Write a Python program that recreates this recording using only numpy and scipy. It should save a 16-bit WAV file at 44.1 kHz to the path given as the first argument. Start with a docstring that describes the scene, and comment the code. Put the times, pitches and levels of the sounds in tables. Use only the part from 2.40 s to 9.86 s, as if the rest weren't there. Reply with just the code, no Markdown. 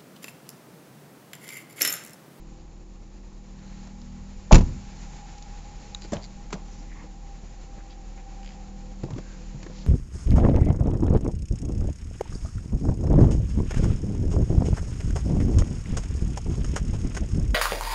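"""Car door slam in a lot

A rear door slams close to the microphone: rows of contacts ring body and latch modes, with seal and clatter noise.
The front door's handle clicks, its latch lets go and the door swings through its stop (struck modes, noise bursts).
Someone slides onto the seat and bumps the trim: rubbed noise, creaking slips, more knocks.
Under it all: wavering engine tones, a fan's fuzzy whine and shaped open-air noise.
"""
import sys
import numpy as np
from scipy import signal
from scipy.fft import rfft, irfft, next_fast_len
from scipy.io import wavfile

SR = 44100
rng = np.random.default_rng(int(sys.argv[2]) if len(sys.argv) > 2 else 0)


def unload_audio(sound):
    """Save the sound as a 16-bit wav file, at the path given as the first command line argument."""
    columns = np.transpose(np.atleast_2d(sound))
    # keep every value between -1 and 1, then stretch to whole-number steps
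    steps = np.round(np.clip(columns, -1, 1) * 32767)
    wavfile.write(sys.argv[1], SR, steps.astype(np.int16))


N = 329162
TIME_S = np.arange(N) / SR
AGE_S = TIME_S[:SR]  # time since a blow

# Spectra and mode levels are relative; the sources set the final level.
# open air at the microphone: [time_s, relative_level_db]
LOT_LEVEL = [(0.0, -63.5), (0.39, -66), (1.12, -62.5), (1.35, -59), (1.64, -60.5), (1.97, -60),
             (2.3, -55.5), (2.78, -55.5), (3.37, -57.5), (3.72, -56.5), (3.84, -59), (4.09, -60.5),
             (4.45, -58.5), (4.67, -60.5), (6.63, -60), (6.84, -57.5), (7.46, -59)]
# low rumble of the open air and the rocking car body: [freq_hz, density_db_per_hz]
RUMBLE_SPECTRUM = [(8, -6.5), (25, 2.5), (55, 0), (90, -9), (180, -8.5), (280, -15.5), (420, -19.5),
                   (700, -24), (1100, -25), (2000, -49)]
# high open-air noise: [freq_hz, density_db_per_hz]
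HISS_SPECTRUM = [(300, -19), (900, 6), (1200, -2), (1330, 5), (1500, 1.5), (1850, 4.5), (2050, 3),
                 (2400, 4.5), (3300, -1), (4200, 2), (5000, 1), (6100, 1.5), (7050, 7), (7500, -0.5)]

# exhaust throb: [time_s, level_db]
THROB_LEVEL = [(0, -46), (4.6, -41), (7.46, -40)]
# engine tones, louder in an open doorway: [time_s, level_db]
DRONE_LEVEL = [(0, -51.5), (.8, -53.5), (1.8, -43), (2.8, -50), (4.5, -51), (5.6, -53.5), (6.4, -48.5),
               (7.46, -46)]
# engine tones: [pitch_hz, level_db]
DRONE_LINES = [(78, -7.5), (118, -11.5), (156.3, -3.5), (194.3, 0), (236.5, -9)]
# overtones of the drone: [time_s, level_db]
OVERTONE_LEVEL = [(0, -58), (2, -64), (7.46, -59.5)]
# overtones of the drone: [pitch_hz, level_db]
OVERTONE_LINES = [(279, -8), (319, 0), (360, -5)]

# upper whine of the cooling fan: [time_s, pitch_hz]
FAN_PITCH = [(0, 800), (1.5, 821.4), (2.85, 810), (3.4, 822.6), (4.4, 802), (5.6, 787), (7.46, 794)]
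# upper whine: [time_s, level_db]
FAN_UPPER_LEVEL = [(0, -64), (1, -69), (1.5, -60.5), (2.1, -67), (2.8, -52.5), (3.5, -57.5), (5.5, -58.5),
                   (6.2, -52.5), (6.8, -64.5)]
# lower whine: [time_s, level_db]
FAN_LOWER_LEVEL = [(0, -69), (5.1, -65), (5.5, -62), (7.46, -58.5)]

# clothes over the seats, a sole over the ground: [start_s, length_s, level_db, centre_hz, width_hz]
RUSTLES = [(1.048, 0.48, -68, 1890, 700), (1.099, .48, -69, 4200, 600), (4.266, 0.19, -62, 5760, 1200),
           (4.459, 0.22, -56.5, 2030, 400), (4.522, .16, -56, 1020, 300), (5.371, 0.058, -57, 1550, 700),
           (5.489, 0.054, -56, 3800, 2500), (5.758, 0.061, -59, 1980, 900), (6.631, .2, -57, 970, 250),
           (6.763, 0.27, -62.5, 1580, 130), (7.312, 0.17, -55.5, 4800, 2500)]
# slip of the seat's upholstery: [freq_hz, density_db_per_hz]
CREAK_SPECTRUM = [(700, -25), (1600, -1.5), (2400, 2), (3200, 2), (3800, -11), (4800, 2), (5600, -13),
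                  (7500, -6.5)]
# hard plastic and the catch: [start_s, level_db, centre_hz]
CLICKS = [(1.616, -47, 5200), (2.982, -41, 6000), (3.024, -38.5, 6040), (3.735, -31, 6900),
          (3.767, -34, 2970), (5.505, -48, 3800), (6.735, -43.5, 3200), (7.23, -41, 2300),
          (7.2653, -38, 1600)]

# latch, door stop, shoes and trim: [start_s, ring_db, ring_hz, thud_db, snap_db]
KNOCKS = [(1.4722, -43.5, 700, -46, -48), (3.647, -38, 330, -38, -41), (3.7209, -35, 250, -21.5, -32.5),
          (3.729, -23, 226, -28, -45), (3.7318, -18, 575, -28, -29), (3.741, -24.5, 155, -35, -37),
          (3.758, -28.5, 80, -45, -57), (4.105, -50, 200, -46, -40.5), (4.1235, -44, 1200, -46, -42),
          (4.127, -30, 980, -34, -25.5), (4.129, -27, 407, -38, -31), (4.14, -25.5, 182, -44, -37),
          (4.405, -44, 292, -40, -62), (4.641, -39.5, 490, -46, -60), (5.03, -53, 472, -43, -62),
          (5.378, -42, 507, -44, -53), (6.6345, -20.5, 135, -27, -39.5), (6.638, -24.5, 336, -36, -60),
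          (6.662, -34.5, 392, -40, -60), (6.686, -39, 634, -44, -64), (6.705, -27, 135, -32.5, -41),
          (6.731, -21.5, 118, -40, -50), (6.762, -29, 280, -36, -51), (6.7817, -33.5, 330, -31.5, -37),
          (7.146, -28, 138, -39, -60), (7.229, -34, 187, -38, -37.5), (7.2642, -34.5, 338, -42, -44),
          (7.298, -33, 183, -37.5, -50)]
# padded contact: [freq_hz, density_db_per_hz]
THUD_SPECTRUM = [(30, -21), (100, 11.5), (300, 3.5), (600, -3), (1000, -11), (1600, -43.5), (3000, -32),
                 (7000, -28)]
# hard contact: [freq_hz, density_db_per_hz]
SNAP_SPECTRUM = [(100, -10), (600, -27.5), (1200, 5.5), (2000, 2.5), (3500, -5), (5500, -3), (7200, -1.5)]
# front door rattling on after its latch and its stop: [start_s, level_db]
SHAKES = [(3.735, -31), (4.13, -37)]
# rattling front door: [freq_hz, density_db_per_hz]
SHAKE_SPECTRUM = [(40, -10), (180, 9), (300, 0), (600, 3.5), (1000, -1), (1500, -16), (3000, -18.5),
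                  (7200, -24)]

# handle at its stop: [pitch_hz, level_db, t60_s]
HANDLE_MODES = [(3840, -18, 0.011), (6760, -24, 0.011)]
# handle spring, pulled and let go: [loudest_tick_s, level_db, spread_s]
CHATTER = [(3.6205, -34.5, 0.0055), (3.641, -41, 0.02), (3.8393, -34.5, 0.015)]
# resonances of the spring: [centre_hz, width_hz, level_db]
SPRING_BANDS = [(2400, 1200, -8), (4500, 700, -1), (7040, 1100, -7)]

# contacts of seal, latch and rattling trim: [start_s, push_db, clatter_db, clatter_t60_s]
SLAM_CONTACTS = [(2.1186, -36, -17.5, 0.044), (2.1242, -13.5, -9.5, 0.063), (2.1287, -6, -13, 0.063),
                 (2.1402, -31.5, -25.5, 0.054), (2.1448, -14, -12.5, 0.03), (2.1511, -10, -10, 0.053),
                 (2.1808, -20, -27.5, 0.069), (2.2085, -22.5, -35, 0.074), (2.293, -39, -67, .05)]
# door and body shell: [pitch_hz, level_db, t60_s]
DOOR_MODES = [(61.1, -5, 0.41), (87.4, -3.5, 0.26), (98, -3, 0.26), (129.8, -8, 0.23), (175.3, -3, 0.13),
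              (204.3, -6, 0.27), (290.8, -11, 0.36), (345, -17, 0.25), (377, -8.5, .13), (457, -15, 0.14),
              (511, -12, 0.092), (550, -28, 0.042), (642, -20, 0.097), (870, -18.5, 0.13),
              (975, -17.5, .09)]
# steel of latch and striker: [pitch_hz, level_db, t60_s]
LATCH_MODES = [(1106, -24, 0.073), (2380, -20, 0.052), (2630, -13.5, 0.044), (4190, -16, 0.047),
               (5660, -29, .06), (7000, -15, 0.054)]
# clatter of the contacts: [freq_hz, density_db_per_hz]
CLATTER_SPECTRUM = [(60, -21), (250, 13.5), (600, 8.5), (1000, 5), (1400, 0), (1900, -2), (2700, 0.5),
                    (3300, -4), (4200, -3), (5500, -2.5), (7100, -2.5), (7800, -11)]
# first slap of the rubber seal: [freq_hz, density_db_per_hz]
SEAL_SPECTRUM = [(150, -32.5), (400, -19), (550, 11), (1150, 6), (1600, -15), (3000, -19), (7000, -33)]
# dense panel modes: [freq_hz, density_db_per_hz]
PANEL_SPECTRUM = [(20, -14), (60, -0.5), (180, -1.5), (260, 0), (400, -13), (700, -27), (1500, -16.5),
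                  (7000, -46)]
# decay of the panel modes: [freq_hz, t60_s]
PANEL_DECAY = [(50, 0.84), (200, 0.57), (500, 0.17), (1500, 0.17), (7000, .16)]


def amp(db):
    """Decibels to gain."""
    return 10 ** (np.asarray(db) / 20)


def unit(x):
    """Scales to rms 1."""
    return x / np.sqrt(np.mean(x ** 2) + 1e-20)


def read(points, hz):
    """Interpolates a frequency table on a log axis."""
    table_hz, value = np.transpose(points)
    return np.interp(np.log(hz + 1), np.log(table_hz + 1), value)


def curve(rows):
    """Interpolates a timed table at every sample."""
    return np.interp(TIME_S, *np.transpose(rows))


def add(mix, start_s, sound):
    """Mixes a sound in at its start time."""
    part = mix[round(start_s * SR):][:len(sound)]
    part += sound[:len(part)]


def noise(spectrum, size=SR):
    """Noise of rms 1 with the given spectrum."""
    white = rfft(rng.standard_normal(size))
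    gain = amp(read(spectrum, np.fft.rfftfreq(size, 1 / SR)))
    return unit(irfft(white * gain, size))


def band(centre_hz, width_hz, size=SR):
    """Noise of rms 1 in one resonance; centred on 0 Hz, a slow random wander."""
    padded = next_fast_len(size, True)
    hz = np.fft.rfftfreq(padded, 1 / SR)
    white = rfft(rng.standard_normal(padded))
    resonance = 1 / (1 + ((hz - centre_hz) / width_hz * 1.362) ** 2)
    return unit(irfft(white * resonance, padded)[:size])


def fade(age_s, t60_s):
    """Exponential decay, 60 dB in t60_s."""
    return np.exp(-np.log(1000) * age_s / t60_s)


def dying(t60_s, rise_s=0.00045):
    """A quick rise and an exponential decay."""
    return (1 - np.exp(-AGE_S / rise_s)) * fade(AGE_S, t60_s)


def ring(hz, t60_s):
    """One struck mode: a decaying sine."""
    return np.sin(2 * np.pi * hz * AGE_S) * dying(t60_s)


def ring_modes(modes):
    """Modes struck together."""
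    return sum(amp(db) * ring(hz, t60_s) for hz, db, t60_s in modes)


def tones(lines, wander_hz, flutter_db):
    """Lines that waver in pitch and level, rms 1."""
    out = 0
    for hz, db in lines:
        turns = np.cumsum(hz + wander_hz * band(0, 5.14, N)) / SR
        gain = amp(db + flutter_db * band(0, 2, N))
        out = out + gain * np.sin(2 * np.pi * turns)
    return unit(out)


def lot(swell_db=1.0, hiss_db=5.0, rumble_db=-47, rumble_share=0.32):
    """Distant traffic and air, louder outside the cabin, which shuts out less rumble than hiss."""
    air_db = curve(LOT_LEVEL)
    swell = amp(swell_db * band(0, 13, N))
    rumble_level_db = rumble_db + rumble_share * (air_db - air_db.mean())
    rumble = amp(rumble_level_db) * noise(RUMBLE_SPECTRUM, N)
    hiss = amp(hiss_db + air_db) * noise(HISS_SPECTRUM, N)
    return swell * (rumble + hiss)


def idle(throb_hz=38.3, throb_wander_hz=0.22):
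    """The engine idles: an exhaust throb under wavering tones."""
    turns = np.cumsum(throb_hz + throb_wander_hz * band(0, 3.1, N)) / SR
    throb = unit(np.sin(2 * np.pi * turns))
    drone = tones(DRONE_LINES, wander_hz=1.313, flutter_db=3.0)
    overtones = tones(OVERTONE_LINES, wander_hz=2.504, flutter_db=3.0)
    engine_tones = amp(curve(DRONE_LEVEL)) * drone + amp(curve(OVERTONE_LEVEL)) * overtones
    return amp(curve(THROB_LEVEL)) * throb + engine_tones


def fan(lower_hz=510, lower_width_hz=25, core_width_hz=12, skirt_width_hz=65, skirt_db=1):
    """Two fuzzy whistles; the upper has a narrow core in a wider skirt and drifts with the fan's speed."""
    def fuzz():
        return band(0, core_width_hz, N) + amp(skirt_db) * band(0, skirt_width_hz, N)

    carrier = np.exp(2j * np.pi * np.cumsum(curve(FAN_PITCH)) / SR)
    upper = unit(((fuzz() + 1j * fuzz()) * carrier).real)
    lower = band(lower_hz, lower_width_hz, N)
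    return amp(curve(FAN_UPPER_LEVEL)) * upper + amp(curve(FAN_LOWER_LEVEL)) * lower


def rustles(grain_db=2, grain_width_hz=90):
    """The surface catches and slips unevenly under a smooth stroke."""
    out = np.zeros(N)
    for start_s, length_s, db, hz, width_hz in RUSTLES:
        stroke = signal.windows.tukey(int(length_s * SR), 0.7)
        grain = amp(grain_db * band(0, grain_width_hz))
        rub = unit(band(hz, width_hz) * grain)
        add(out, start_s, amp(db) * stroke * rub[:len(stroke)])
    return out


def creak(start_s=6.0315, count=8, gap_s=0.0148, loudest_db=-32.5, peak_s=0.03, fall_db_per_s=95,
          slip_t60_s=0.0067, tail_db=-22, tail_t60_s=0.12):
    """Upholstery sticks and slips: an even run of sharp ticks with a short cabin tail."""
    out = np.zeros(N)
    tick = dying(slip_t60_s) + amp(tail_db) * dying(tail_t60_s)
    for delay_s in gap_s * np.arange(count):
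        db = loudest_db - fall_db_per_s * abs(delay_s - peak_s)
        add(out, start_s + delay_s, amp(db) * noise(CREAK_SPECTRUM) * tick)
    return out


def clicks(width_share=0.48, t60_s=0.02):
    """Small parts ring briefly in one band, its width a share of its pitch."""
    out = np.zeros(N)
    for start_s, db, hz in CLICKS:
        add(out, start_s, amp(db) * band(hz, width_share * hz) * dying(t60_s))
    return out


def knocks(ring_t60_s=0.084, ring_ref_hz=200, ring_fall=0.65,
           thud_t60_s=0.086, snap_t60_s=0.049, shake_t60_s=0.28):
    """Each knock rings one panel, with a padded thud and a hard snap; the front door rattles on after two."""
    out = np.zeros(N)
    for start_s, ring_db, hz, thud_db, snap_db in KNOCKS:
        t60_s = ring_t60_s * (ring_ref_hz / hz) ** ring_fall  # higher rings die sooner
        panel = amp(ring_db) * ring(hz, t60_s)
        thud = amp(thud_db) * noise(THUD_SPECTRUM) * dying(thud_t60_s, rise_s=0.0013)
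        snap = amp(snap_db) * noise(SNAP_SPECTRUM) * dying(snap_t60_s)
        add(out, start_s, panel + thud + snap)
    for start_s, db in SHAKES:
        add(out, start_s, amp(db) * noise(SHAKE_SPECTRUM) * dying(shake_t60_s, rise_s=0.004))
    return out


def handle(stop_s=3.5476, snap_db=-29, snap_t60_s=0.016,
           ticks_per_side=3, tick_gap_s=0.0074, tick_t60_s=0.017, jitter_s=0.0007):
    """One bright click at the stop, then the spring ticks in short runs that swell and fade."""
    out = np.zeros(N)
    snap = amp(snap_db) * noise(SNAP_SPECTRUM) * dying(snap_t60_s)
    add(out, stop_s, snap + ring_modes(HANDLE_MODES))
    for loudest_s, db, spread_s in CHATTER:
        for delay_s in tick_gap_s * np.arange(-ticks_per_side, ticks_per_side + 1):
            spring = sum(amp(band_db) * band(hz, width_hz) for hz, width_hz, band_db in SPRING_BANDS)
            gain = amp(db) * np.exp(-abs(delay_s) / spread_s)
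            add(out, loudest_s + delay_s + rng.normal(0, jitter_s), gain * spring * dying(tick_t60_s))
    return out


def slam_rumble(start_s=2.17, level_db=-38, t60_s=0.7):
    """The car body rocks on after the slam as a low rumble."""
    out = np.zeros(N)
    add(out, start_s, amp(level_db) * noise(RUMBLE_SPECTRUM) * dying(t60_s, rise_s=0.03))
    return out


def panel_wash():
    """Dense modes of sheet metal and cabin: the bass lasts longest."""
    hz, age_s, bins = signal.stft(noise(PANEL_SPECTRUM), SR, nperseg=512)
    t60_s = read(PANEL_DECAY, hz)[:, None]
    wash = signal.istft(bins * fade(age_s, t60_s), SR, nperseg=512)[1][:SR]
    return wash * (1 - np.exp(-AGE_S / 0.0023))


def slam(swing_db=-30, seal_db=-18.0, seal_t60_s=0.21, thump_db=6, thump_hz=115, thump_t60_s=0.035,
         cabin_db=2, cabin_hz=28.5, cabin_t60_s=0.28, wash_db=-18):
    """The door pushes air ahead, meets its seal, latches, and pumps the cabin like a drum."""
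    out = np.zeros(N)
    # air squeezed from the closing gap
    draught = np.interp(AGE_S, [0, 0.14, 0.22, 0.26], [0, 0.28, 0.16, 0])
    add(out, 1.9, amp(swing_db) * band(35, 18) * draught)
    add(out, 2.1105, amp(seal_db) * noise(SEAL_SPECTRUM) * dying(seal_t60_s, rise_s=0.00087))
    # the whole skin gives a short, low thump at each contact
    thump = amp(thump_db) * ring(thump_hz, thump_t60_s)
    push = thump + ring_modes(DOOR_MODES)
    steel = ring_modes(LATCH_MODES)
    for start_s, push_db, clatter_db, t60_s in SLAM_CONTACTS:
        clatter = noise(CLATTER_SPECTRUM) * dying(t60_s) + steel
        add(out, start_s, amp(push_db) * push + amp(clatter_db) * clatter)
    add(out, 2.126, amp(wash_db) * panel_wash())
    # trapped air bounces back, suction first
    add(out, 2.131, -amp(cabin_db) * ring(cabin_hz, cabin_t60_s))
    return out


def scene():
    """All sources at one microphone."""
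    background = lot() + idle() + fan()
    small_sounds = rustles() + creak() + clicks() + knocks() + handle()
    return (background + small_sounds + slam_rumble() + slam())[None]


def record(dry, ceiling=1.0, edge_hz=7630):
    """The slam overloads the microphone with a firm knee; then a low-pass limits the band."""
    squashed = dry / (1 + (dry / ceiling) ** 4) ** 0.25
    lowpass = signal.firwin(201, edge_hz, window=("kaiser", 6), fs=SR)
    return signal.oaconvolve(squashed, lowpass[None], "same")


dry = scene()
out = record(dry)
unload_audio(out)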